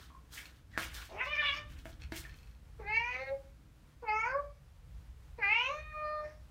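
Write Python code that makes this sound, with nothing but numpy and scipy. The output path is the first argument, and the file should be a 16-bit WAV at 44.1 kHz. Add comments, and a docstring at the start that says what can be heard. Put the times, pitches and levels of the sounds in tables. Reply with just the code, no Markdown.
"""Cat on a tiled balcony

Near: a cat meows four times, partials of its voice shaped by throat and mouth resonances; the last is held long.
Slippers scuff the tiles as bursts of hiss and grainy rasp, and slap them as a crack over short hollow modes.
Brief pips are friction through a narrow resonance; struck modes tick, and something small rattles to rest.
Feedback delays give the balcony's echo; far off, traffic rumbles as filtered noise under it all."""
import sys
import numpy as np
from scipy import signal
from scipy.fft import rfft, irfft, next_fast_len
from scipy.io import wavfile
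from scipy.ndimage import uniform_filter1d, minimum_filter1d

SR = 44100
rng = np.random.default_rng(int(sys.argv[2]) if len(sys.argv) > 2 else 0)


def wav_out(sig):
    """Save sig, one row per channel (or a flat mono array), as 16-bit PCM at SR to the path in sys.argv[1]."""
    wavfile.write(sys.argv[1], SR, np.round(np.clip(np.atleast_2d(sig).T, -1, 1) * 32767).astype(np.int16))


N = 286650

# distant street, spectrum: pitch_hz, level_db (per Hz)
STREET_SPECTRUM = [(12, -45.5), (20, -22), (60, 1), (98, -12.5), (150, -14.5), (177, -25), (210, -25.5),
                   (319, -22), (347, -38), (513, -37), (590, -41.5), (1190, -43), (1610, -44.5),
                   (6180, -54), (16000, -60.5)]
# distant street over time: start_s, rumble_db, road_noise_db
STREET_LEVELS = [(0, -58, -67.5), (.55, -54, -67), (.9, -51.5, -67), (1.2, -54, -70), (1.65, -50, -62.5),
                 (2.8, -52.5, -69), (3.1, -53.5, -66.5), (3.85, -57.5, -68.5), (5.05, -52, -79),
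                 (5.8, -54, -69.5), (6.5, -54, -69)]
AIR_DB = -69.5

# soles dragged over tile: start_s, attack_s, hold_s, release_db_per_s, hiss_db, rasp_db (re hiss)
SCUFFS = [(-.01, 0.0087, 0.028, 207, -66, 3.5), (0.294, 0.041, 0.052, 194, -53.5, -0.5),
          (0.444, 0.014, .01, 220, -68.5, 4), (.55, 0.014, 0.0038, 294.5, -74.5, 0),
          (0.707, .01, 0.049, 200, -79, 12), (0.77, 0.0093, 0.06, 243, -50.5, 2),
          (0.891, 0.057, 0.029, 146, -53, 1.5), (1.017, 0.027, 0.009, 348, -60.5, -13),
          (1.224, 0.022, 0.012, 252, -69, 11), (1.36, 0.14, .05, 123, -75, 12),
          (1.651, 0.054, 0.016, 225, -68.5, 3), (1.754, 0.032, 0.0091, 280, -67, 3.5),
          (1.839, 0.011, 0.058, 303, -66.5, 2), (1.993, 0.0071, 0.04, 325, -77.5, 14),
          (2.117, .003, .02, 156, -62.5, 7), (2.122, 0.043, 0.016, 300, -47, -6),
          (2.226, 0.0088, 0.0079, 137, -68.5, 6), (2.335, 0.022, 0.0055, 98, -71, -3)]
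# fine treble hiss of a scuff: pitch_hz, level_db (per Hz)
HISS_SPECTRUM = [(2500, -29.5), (5000, 1), (7000, -1), (10000, -2), (10500, -7.5), (12000, -3),
                 (16000, -4.5)]
# coarser, lower rasp of a scuff: pitch_hz, level_db (per Hz)
RASP_SPECTRUM = [(300, -12), (800, -9.5), (1500, 2), (2500, 0), (4000, -0.5), (6000, -11.5), (10000, -30.5)]
SCUFF_RISE_DB = 27.5   # climb over one attack time
RASP_RELEASE = 0.75   # the rasp dies at this share of the hiss's rate
# grit cracking under the sole; the rasp's colour comes in patches
CRACKLES_PER_S, CRACKLE_DB, CRACKLE_CAP, PATCHY_DB = 230, -9, 3.0, 3

# short pitched pips: start_s, friction_db, pitch_hz, friction_t60_s
CHIRPS = [(0.1, -70, 1050, .06), (0.148, -73, 1050, .06), (0.372, -68, 1650, 0.063),
          (0.7324, -71, 1950, 0.027), (0.7387, -64.5, 1880, 0.034), (0.7524, -63, 1780, 0.03),
          (0.764, -61, 1660, 0.023), (1.0036, -60, 1470, 0.021), (2.2395, -60.5, 2310, 0.037),
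          (2.2507, -59.5, 1840, 0.03), (2.2693, -66.5, 1740, 0.03)]
CHIRP_RING_T60_S = 0.035

# lone ticks: start_s, level_db
TICKS = [(0.4559, -46.5), (1.7893, -56), (2.0198, -46), (2.0373, -51)]
# modes of the small ticking thing: pitch_hz, level_db, t60_s
TICK_MODES = [(2590, 1, 0.017), (3240, -3, 0.009), (4270, -1, 0.016), (5500, -6, 0.012), (6900, -18, .006)]
RATTLE_S, BOUNCE_S, BOUNCE_SHRINK = 2.295, .0475, .955   # first bounce, first gap, each gap re the last
RATTLE_DB, BOUNCE_LOSS_DB = -55, 1.6

# soles landing on tile: start_s, level_db, hollow_thud_db (re level)
SLAPS = [(0.777, -21.5, -19), (0.866, -43.5, -13.5), (1.856, -36.5, -3), (2.122, -32.5, 2.5)]
# sharp crack of a landing sole: pitch_hz, level_db, t60_s
CRACK_MODES = [(1680, 1.5, 0.0047), (2930, -26, 0.0018), (700, -13, 0.0092)]
# hollow thud of a landing sole: pitch_hz, level_db, t60_s
SOLE_MODES = [(334, -1, 0.035), (665, -11.5, 0.054), (920, -13, 0.028), (2080, -25, .04)]

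# one list a meow: start_s, pitch_hz, throat_db, jaw_opening (0-1), mouth_hz, mouth_db, middle_db,
# breath_db (re a partial, at partial 4)
MEOWS = [
    [(1.09, 300.4, -62, 0.26, 2290, -87, -96, 6), (1.155, 397, -45, 0.09, 2220, -70, -99, 7),
     (1.195, 442.3, -50, 0.67, 2240, -44, -79.5, -8), (1.214, 514.7, -42, 0.74, 2160, -33, -73, -10),
     (1.25, 513, -43.5, .75, 2040, -42.5, -68, -11), (1.275, 575, -50, 0.53, 2600, -50, -63, -14),
     (1.335, 609, -43, 0.97, 2460, -36, -55, -16), (1.363, 577.6, -46.5, 0.78, 2380, -43.5, -57, -2),
     (1.395, 601.6, -37, .95, 2500, -28.5, -55, -25), (1.415, 599, -35.5, 1, 2410, -47.5, -45.5, -7),
     (1.43, 587.5, -38.5, 0.8, 2390, -48, -52, -4), (1.445, 569, -42, 0.88, 2350, -39.5, -48, -4.5),
     (1.465, 585.3, -41.5, 0.83, 2530, -34, -38.5, -8), (1.49, 550.8, -41, 0.83, 2440, -35.5, -35.5, -13),
     (1.53, 575.7, -46, 0.81, 2450, -42.5, -51.5, -8), (1.573, 595.5, -48.5, 0.84, 2470, -49, -63, -0.5),
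     (1.66, 595, -68, 0.79, 2530, -72, -77, -6), (1.74, 596, -85, 0.35, 2494, -87, -85, -2)],
    [(2.785, 464, -65, .1, 1967, -87, -94, -3), (2.8, 448, -45, 0.19, 1950, -76, -98, 7.5),
     (2.835, 391.4, -53, 0.11, 1880, -60, -87, -5), (2.895, 423.2, -46, 0.39, 2117, -39, -64, -25),
     (2.967, 453.8, -43.5, 0.47, 2305, -33, -59.5, -26), (3.1, 494.5, -48, 0.67, 2277, -39.5, -71, -14.5),
     (3.135, 499.4, -53.5, 0.73, 2310, -43, -69.5, -6), (3.22, 533.7, -59, 0.81, 2120, -49.5, -65, -16),
     (3.29, 540.3, -59, 0.88, 2070, -50.5, -69, -14), (3.33, 551.2, -78, 0.68, 2100, -76, -95, -11),
     (3.4, 535, -94, .7, 2200, -87, -100, -18), (3.55, 564, -88, 0.73, 2190, -88, -96, -18)],
    [(4.015, 514, -74, .3, 2166, -84, -92, 2), (4.029, 494, -46.5, 0.24, 2204, -81, -94, 3),
     (4.061, 439.6, -47.5, 0.58, 2140, -52, -85, -16), (4.097, 424.5, -36, 0.49, 2260, -39.5, -58.5, -19),
     (4.151, 431.2, -39, .62, 2260, -42, -65, -30), (4.231, 450.2, -37, 0.68, 2285, -39.5, -66, -17),
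     (4.26, 479, -40, 0.69, 2200, -46, -71, -8.5), (4.319, 531, -38, 0.83, 2093, -54, -67, -6.5),
     (4.359, 563, -37, .45, 2097, -67, -77, -21), (4.403, 580.6, -37, 0.41, 2200, -73, -87, -11),
     (4.461, 575.3, -72, 0.4, 2300, -85, -93, -4), (4.6, 563, -93, 0.5, 2300, -92, -92, -10)],
    [(5.375, 500, -79, .4, 2052, -77, -91, 5), (5.387, 482, -50, 0.32, 2040, -67.5, -88, 3.5),
     (5.431, 400.8, -47.5, 0.6, 2010, -28, -67, -26), (5.471, 395.3, -43.5, 0.6, 2140, -33, -67, -23),
     (5.531, 442.5, -38.5, 0.55, 2460, -29.5, -66, -19.5),
     (5.669, 524.7, -43.5, 0.74, 2630, -37.5, -61, -11), (5.727, 596.3, -42, 0.54, 2496, -56, -63.5, -13.5),
     (5.807, 615.5, -52, 1, 2190, -52, -69, -8.5), (5.85, 618.3, -58, 0.78, 2180, -55, -73, -16),
     (5.92, 612, -49.5, 0.95, 2140, -55, -72.5, -17), (5.974, 610.7, -42, 0.52, 2283, -56, -78, -19),
     (6.06, 607.4, -34.5, 0.48, 2313, -54.5, -64.5, -23),
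     (6.194, 607.3, -38.5, 0.52, 1992, -63.5, -66.5, -19),
     (6.258, 603.4, -57.5, 0.93, 1960, -57.5, -81.5, -2.5), (6.33, 615.6, -66, 0.9, 1950, -79, -90, -1),
     (6.45, 613, -93, 0.57, 1996, -93, -89, -13)],
]
# one row a meow: half_pitch_db (re neighbouring partials), flutter_db (at partial 4), pitch_wobble (share),
# mouth_width_hz, middle_width_hz
VOICES = [(-21, 3, .008, 980, 820), (-31, 2.5, .004, 776, 1040), (-41, 2.5, 0.0042, 760, 800),
          (-31, 1.18, .003, 840, 1000)]
# the voice breaks into uneven cycles: start_s, end_s, half_pitch_db
VOICE_BREAKS = [(1.09, 1.228, -4.5), (1.415, 1.44, -6), (3.099, 3.447, -1.5), (4.247, 4.325, -24),
                (6.2, 6.346, -15)]
# hum through the nose, on the lowest partial: start_s, level_db
NOSE_HUM = [(1.09, -80), (1.16, -49.5), (1.195, -65), (1.215, -55), (1.25, -58), (1.275, -44), (1.3, -52),
            (1.415, -49), (1.43, -61.5), (1.46, -47), (1.49, -60), (1.573, -55), (1.66, -67), (1.74, -82),
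            (2.785, -68), (2.8, -52), (2.835, -63), (2.855, -52), (2.895, -59.5), (3.05, -62), (3.105, -69),
            (3.135, -53), (3.21, -42.5), (3.3, -43), (3.325, -36.5), (3.4, -62), (3.55, -83), (4.015, -92),
            (4.029, -45), (4.06, -59.5), (4.15, -51), (4.23, -58.5), (4.32, -44.5), (4.355, -34),
            (4.4, -40.5), (4.46, -63), (4.6, -80.5), (5.375, -76), (5.387, -51), (5.43, -62), (5.47, -53),
            (5.53, -69), (5.665, -52.5), (5.69, -40.5), (5.807, -53.5), (5.835, -79), (5.92, -67),
            (5.974, -48.5), (6.22, -45.5), (6.26, -43.5), (6.3, -59.5), (6.45, -81.5)]
# middle resonance, moved by the tongue: start_s, pitch_hz
MIDDLE_RESONANCE = [(1.09, 3540), (1.4, 3550), (1.49, 3360), (1.56, 3390), (1.74, 3450), (2.8, 3790),
                    (2.9, 4240), (2.98, 4370), (3.08, 4890), (3.16, 4184), (3.3, 4042), (4.05, 4480),
                    (4.1, 4650), (4.16, 5240), (4.3, 4830), (4.4, 4687), (5.4, 4300), (5.5, 4300),
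                    (5.65, 3900), (5.79, 3950), (6.0, 4000), (6.07, 4510), (6.22, 4100)]
# top resonance: start_s, pitch_hz, level_db
TOP_RESONANCE = [(1.09, 5600, -100), (1.19, 5500, -86), (1.26, 5500, -66), (1.3, 5250, -72),
                 (1.36, 5300, -64), (1.42, 4900, -71), (1.47, 4850, -64), (1.575, 5000, -61),
                 (1.66, 5200, -95), (2.82, 5600, -104), (2.95, 5800, -71), (3.12, 5900, -73),
                 (3.25, 5600, -79), (3.33, 5600, -102), (4.05, 6000, -104), (4.17, 6250, -69),
                 (4.27, 6200, -73), (4.4, 6000, -100), (5.39, 5000, -100), (5.43, 5000, -69),
                 (5.5, 4900, -69), (5.6, 5500, -63), (5.68, 6000, -64), (5.76, 6050, -68),
                 (5.85, 6000, -88), (6.18, 5200, -88), (6.25, 5200, -78), (6.33, 5400, -84),
                 (6.45, 5400, -92)]
# faint highest resonances: pitch_hz, width_hz, level_db (re top resonance)
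FAINT_RESONANCES = [(6380, 730, -10), (8840, 900, -24), (12940, 2100, -31)]
TOP_WIDTH_HZ = 1200
# the throat resonance climbs from shut to open with the jaw
SHUT_HZ, OPEN_HZ, THROAT_WIDTH_HZ, THROAT_SKIRT = 391.8, 1910, 322, 0.79
THROAT_LOW = .3   # share of the lowest partial that leaves by the mouth
WOBBLE_HZ, FLUTTER_HZ, BREATH_HZ = 40.2, 24.39, 250   # how fast each drifts
BREATH_RISE, FLUTTER_RISE = 1.3, 0.49   # powers by which each grows up the partials
BREAK_EDGE_S = 0.066
PARTIALS, HALF_PARTIALS = 32, 12

BALCONY_T60_S, WALL_CUT_HZ, BALCONY_DB = 0.29, 4730, -12
CUTOFF_HZ = 16300


def from_db(db):
    """Decibels to amplitude."""
    return 10 ** (np.asarray(db) / 20)


def rms_one(x):
    """Scale to an rms of 1."""
    return x / np.sqrt(np.mean(x ** 2) + 1e-20)


def in_time(rows):
    """Draw each column as straight lines over the whole scene; the first column is time in s."""
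    s, *columns = np.transpose(rows)
    return [np.interp(np.arange(N) / SR, s, c) for c in columns]


def sounding(tables, fade_s):
    """1 inside the time span of any table, 0 outside, with soft edges; tables that nearly touch are joined."""
    on = np.zeros(N)
    for rows in tables:
        on[round(rows[0][0] * SR):round(rows[-1][0] * SR) + 1] = 1
    widened = -minimum_filter1d(-on, size=SR // 14)
    joined = minimum_filter1d(widened, size=SR // 14)
    return uniform_filter1d(joined, size=max(int(fade_s * SR), 1))


def drift(rate_hz):
    """Slow chance of spread 1: noise twice through a one-pole low-pass, run in."""
    r = np.exp(-2 * np.pi * rate_hz / SR)
    noise = rng.standard_normal(N + 9000)
    return rms_one(signal.lfilter([1], [1, -2 * r, r * r], noise)[9000:])


def coloured(spectrum):
    """Steady noise with the given spectrum; rms 1."""
    hz, points = np.maximum(np.fft.rfftfreq(N, 1 / SR), 1), np.array(spectrum)
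    shape_db = np.interp(np.log(hz), np.log(points[:, 0]), points[:, 1])
    return rms_one(irfft(rfft(rng.standard_normal(N)) * from_db(shape_db), N))


def band(x, low_hz, high_hz):
    """Keep what lies between two frequencies."""
    return signal.sosfilt(signal.butter(3, [low_hz, high_hz], "band", fs=SR, output="sos"), x)


def ring(clicks, hz, t60):
    """A damped resonator: a unit click sets a sine of height 1 ringing."""
    r, w = from_db(-60 / (t60 * SR)), 2 * np.pi * hz / SR
    return signal.lfilter([0, np.sin(w)], [1, -2 * r * np.cos(w), r * r], clicks + 1e-18)


def strike(events, modes, spread_db):
    """Each blow strikes every mode with a strength of its own."""
    events, out = np.array(events), np.zeros(N)
    at = np.round(events[:, 0] * SR).astype(int)
    luck = rng.standard_normal((len(events), len(modes)))
    for k, (hz, level_db, t60) in enumerate(modes):
        clicks = np.zeros(N)
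        clicks[at] = from_db(events[:, 1] + level_db + spread_db * luck[:, k])
        out += ring(clicks, hz, t60)
    return out


def peak(hz, centre_hz, width_hz):
    """Gain of a pair of close resonances: broad top, steep skirts, dark valleys."""
    return 1 / (1 + np.square(np.square(2 * (hz - centre_hz) / width_hz)))


def street():
    """Distant traffic as filtered noise: lumpy low rumble, road noise above it, and smooth steady air."""
    rumble_db, road_db = in_time(STREET_LEVELS)
    noise = coloured(STREET_SPECTRUM)
    rumble = from_db(rumble_db + 1.5 * drift(3)) * rms_one(band(noise, 22, 190))
    road = from_db(road_db) * rms_one(band(noise, 198.4, 404))
    air = from_db(AIR_DB + 1.0 * drift(4.4)) * rms_one(band(noise, 450, 21000))
    return rumble + road + air


def scuffs():
    """Soles dragged over gritty tile: a fine hiss and a coarser, slightly grainy rasp that lingers."""
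    t, hiss_power, rasp_power = np.arange(N) / SR, 0, 0
    for start, attack, hold, release, db, rasp_db in SCUFFS:
        rise_db = db + SCUFF_RISE_DB * np.clip((t - start) / max(attack, 1 / SR) - 1, -9, 0)
        fall_db = release * np.maximum(t - start - attack - hold, 0)
        # doubled dB gives power, so overlapping scuffs add as noise does
        hiss_power = hiss_power + from_db(2 * (rise_db - fall_db))
        rasp_power = rasp_power + from_db(2 * (rise_db + rasp_db - RASP_RELEASE * fall_db))
    crack_sizes = from_db(5.4 * np.minimum(rng.exponential(1, N), CRACKLE_CAP))
    cracks = (rng.random(N) < CRACKLES_PER_S / SR) * crack_sizes * rng.choice([-1, 1], N)
    grit = from_db(CRACKLE_DB) * rms_one(band(cracks, 1200, 7000))
    noise = coloured(RASP_SPECTRUM) * from_db(2.5 * drift(150))
    edges = np.geomspace(250, 12000, 7)
    for low, high in zip(edges, edges[1:]):
        grit = grit + from_db(PATCHY_DB * drift(20)) * band(noise, low, high)
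    hiss = coloured(HISS_SPECTRUM) * from_db(1.56 * drift(60))
    return np.sqrt(hiss_power) * hiss + np.sqrt(rasp_power) * grit


def chirps():
    """Brief grainy pips near two kilohertz: a dying burst of friction through a narrow resonance."""
    out, noise = np.zeros(N), rng.standard_normal(N)
    since = np.arange(SR // 8) / SR
    for s, db, hz, t60 in CHIRPS:
        at = round(s * SR)
        burst = noise[at:at + len(since)] * from_db(-60 * since / t60)
        out[at:at + len(since)] += from_db(db) * ring(burst, hz, CHIRP_RING_T60_S)
    return out


def ticks():
    """Struck modes: lone ticks, and seven bounces that come ever sooner and softer."""
    k = np.arange(7)
    at = RATTLE_S + BOUNCE_S * (1 - BOUNCE_SHRINK ** k) / (1 - BOUNCE_SHRINK)
    bounces = list(zip(at, RATTLE_DB - BOUNCE_LOSS_DB * k))
    return strike(TICKS + bounces, TICK_MODES, spread_db=1.5)


def slaps():
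    """A sharp crack as the sole lands, then the short hollow modes under it."""
    thuds = [(s, db + thud_db) for s, db, thud_db in SLAPS]
    return strike(SLAPS, CRACK_MODES, spread_db=2.5) + strike(thuds, SOLE_MODES, spread_db=5.0)


def cat():
    """Partials of the vocal folds under moving throat and mouth resonances; uneven cycles add half-pitch partials."""
    gate = sounding(MEOWS, fade_s=.01)
    on = gate > 0
    rows = [row + voice for meow, voice in zip(MEOWS, VOICES) for row in meow]
    controls = [c[on] for c in in_time(rows)]
    pitch, throat_db, jaw, mouth_hz, mouth_db, middle_db, breath_db = controls[:7]
    half_db, flutter_db, wobble, mouth_width, middle_width = controls[7:]
    hum_db, middle_hz = in_time(NOSE_HUM)[0][on], in_time(MIDDLE_RESONANCE)[0][on]
    top_hz, top_db = [c[on] for c in in_time(TOP_RESONANCE)]
    t = np.flatnonzero(on) / SR
    for start, end, db in VOICE_BREAKS:
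        inside = np.clip(np.minimum(t - start, end - t) / BREAK_EDGE_S + .5, 0, 1)
        half_db = half_db + (db - half_db) * inside
    pitch = pitch * (1 + wobble * drift(WOBBLE_HZ)[on])
    phase = 2 * np.pi * np.cumsum(pitch) / SR

    # the throat shares its level among the lowest partials
    throat_hz = SHUT_HZ * (OPEN_HZ / SHUT_HZ) ** jaw
    offsets = [2 * (k * pitch - throat_hz) / THROAT_WIDTH_HZ for k in range(4)]
    skirts = [(1 + offset ** 2) ** -THROAT_SKIRT for offset in offsets]
    skirts[0] = skirts[1] * from_db(-55)   # entry 0 only helps set the lowest half-pitch partial
    total = np.sqrt(sum(np.square(skirts)))
    strengths = [from_db(throat_db) * s / total for s in skirts]
    strengths[1] = np.hypot(THROAT_LOW * strengths[1], from_db(hum_db))

    # a resonance shares its power among the partials inside it
    mouth = from_db(mouth_db) * np.sqrt(pitch / mouth_width)
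    middle = from_db(middle_db) * np.sqrt(pitch / middle_width)
    top = from_db(top_db) * np.sqrt(pitch / TOP_WIDTH_HZ)
    for k in range(len(strengths), PARTIALS + 1):
        hz = k * pitch
        faint = sum(from_db(db) * peak(hz, at, width) for at, width, db in FAINT_RESONANCES)
        highest = peak(hz, top_hz, TOP_WIDTH_HZ) + faint
        lower = mouth * peak(hz, mouth_hz, mouth_width) + middle * peak(hz, middle_hz, middle_width)
        strengths.append(lower + top * highest)

    breaths = [from_db(breath_db) * drift(BREATH_HZ)[on] for _ in range(4)]
    flutters = [flutter_db * drift(FLUTTER_HZ)[on] for _ in range(5)]
    voice = np.zeros(len(pitch))
    for k in range(PARTIALS):
        rank = (k + 1) / 5
        flutter = from_db(rank ** FLUTTER_RISE * flutters[k % len(flutters)])
        # turbulent breath modulates each partial and fills the gaps between the lines
        noisy = rank ** BREATH_RISE * breaths[k % len(breaths)]
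        if k > 0:
            voice += strengths[k] * (flutter + noisy) * np.sin(k * phase + .3 * k * k)
        if k < HALF_PARTIALS:
            between = from_db(half_db) * np.sqrt(strengths[k] * strengths[k + 1])
            voice += between * flutter * np.sin((k + .5) * phase)
    out = np.zeros(N)
    out[on] = np.sqrt(2) * voice   # sine levels are rms
    return out * gate


def balcony(x):
    """Eight feedback delays between glass, tiles and ceiling, duller on every round."""
    size = next_fast_len(N + SR)
    w = 2 * np.pi * np.fft.rfftfreq(size, 1 / SR)
    dull, echoes = 1 / (1 + 1j * w / (2 * np.pi * WALL_CUT_HZ)), 0
    for k, lag_s in enumerate(rng.uniform(.005, .028, 8)):
        loop = from_db(-60 * lag_s / BALCONY_T60_S) * dull * np.exp(-1j * w * lag_s)
        echoes = echoes + (-1) ** k * loop / (1 - loop)
    return irfft(rfft(x, size) * echoes, size)[:N]


def scene():
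    """Near sounds with their balcony echo, over the distant street, which has none."""
    near = scuffs() + chirps() + ticks() + slaps() + cat()
    return (near + from_db(BALCONY_DB) * balcony(near) + street())[None]


def record(dry):
    """A steep low-pass: from the cutoff up, everything is at least 60 dB down."""
    return signal.sosfilt(signal.cheby2(16, 60, CUTOFF_HZ, fs=SR, output="sos"), dry)


dry = scene()
out = record(dry)
wav_out(out)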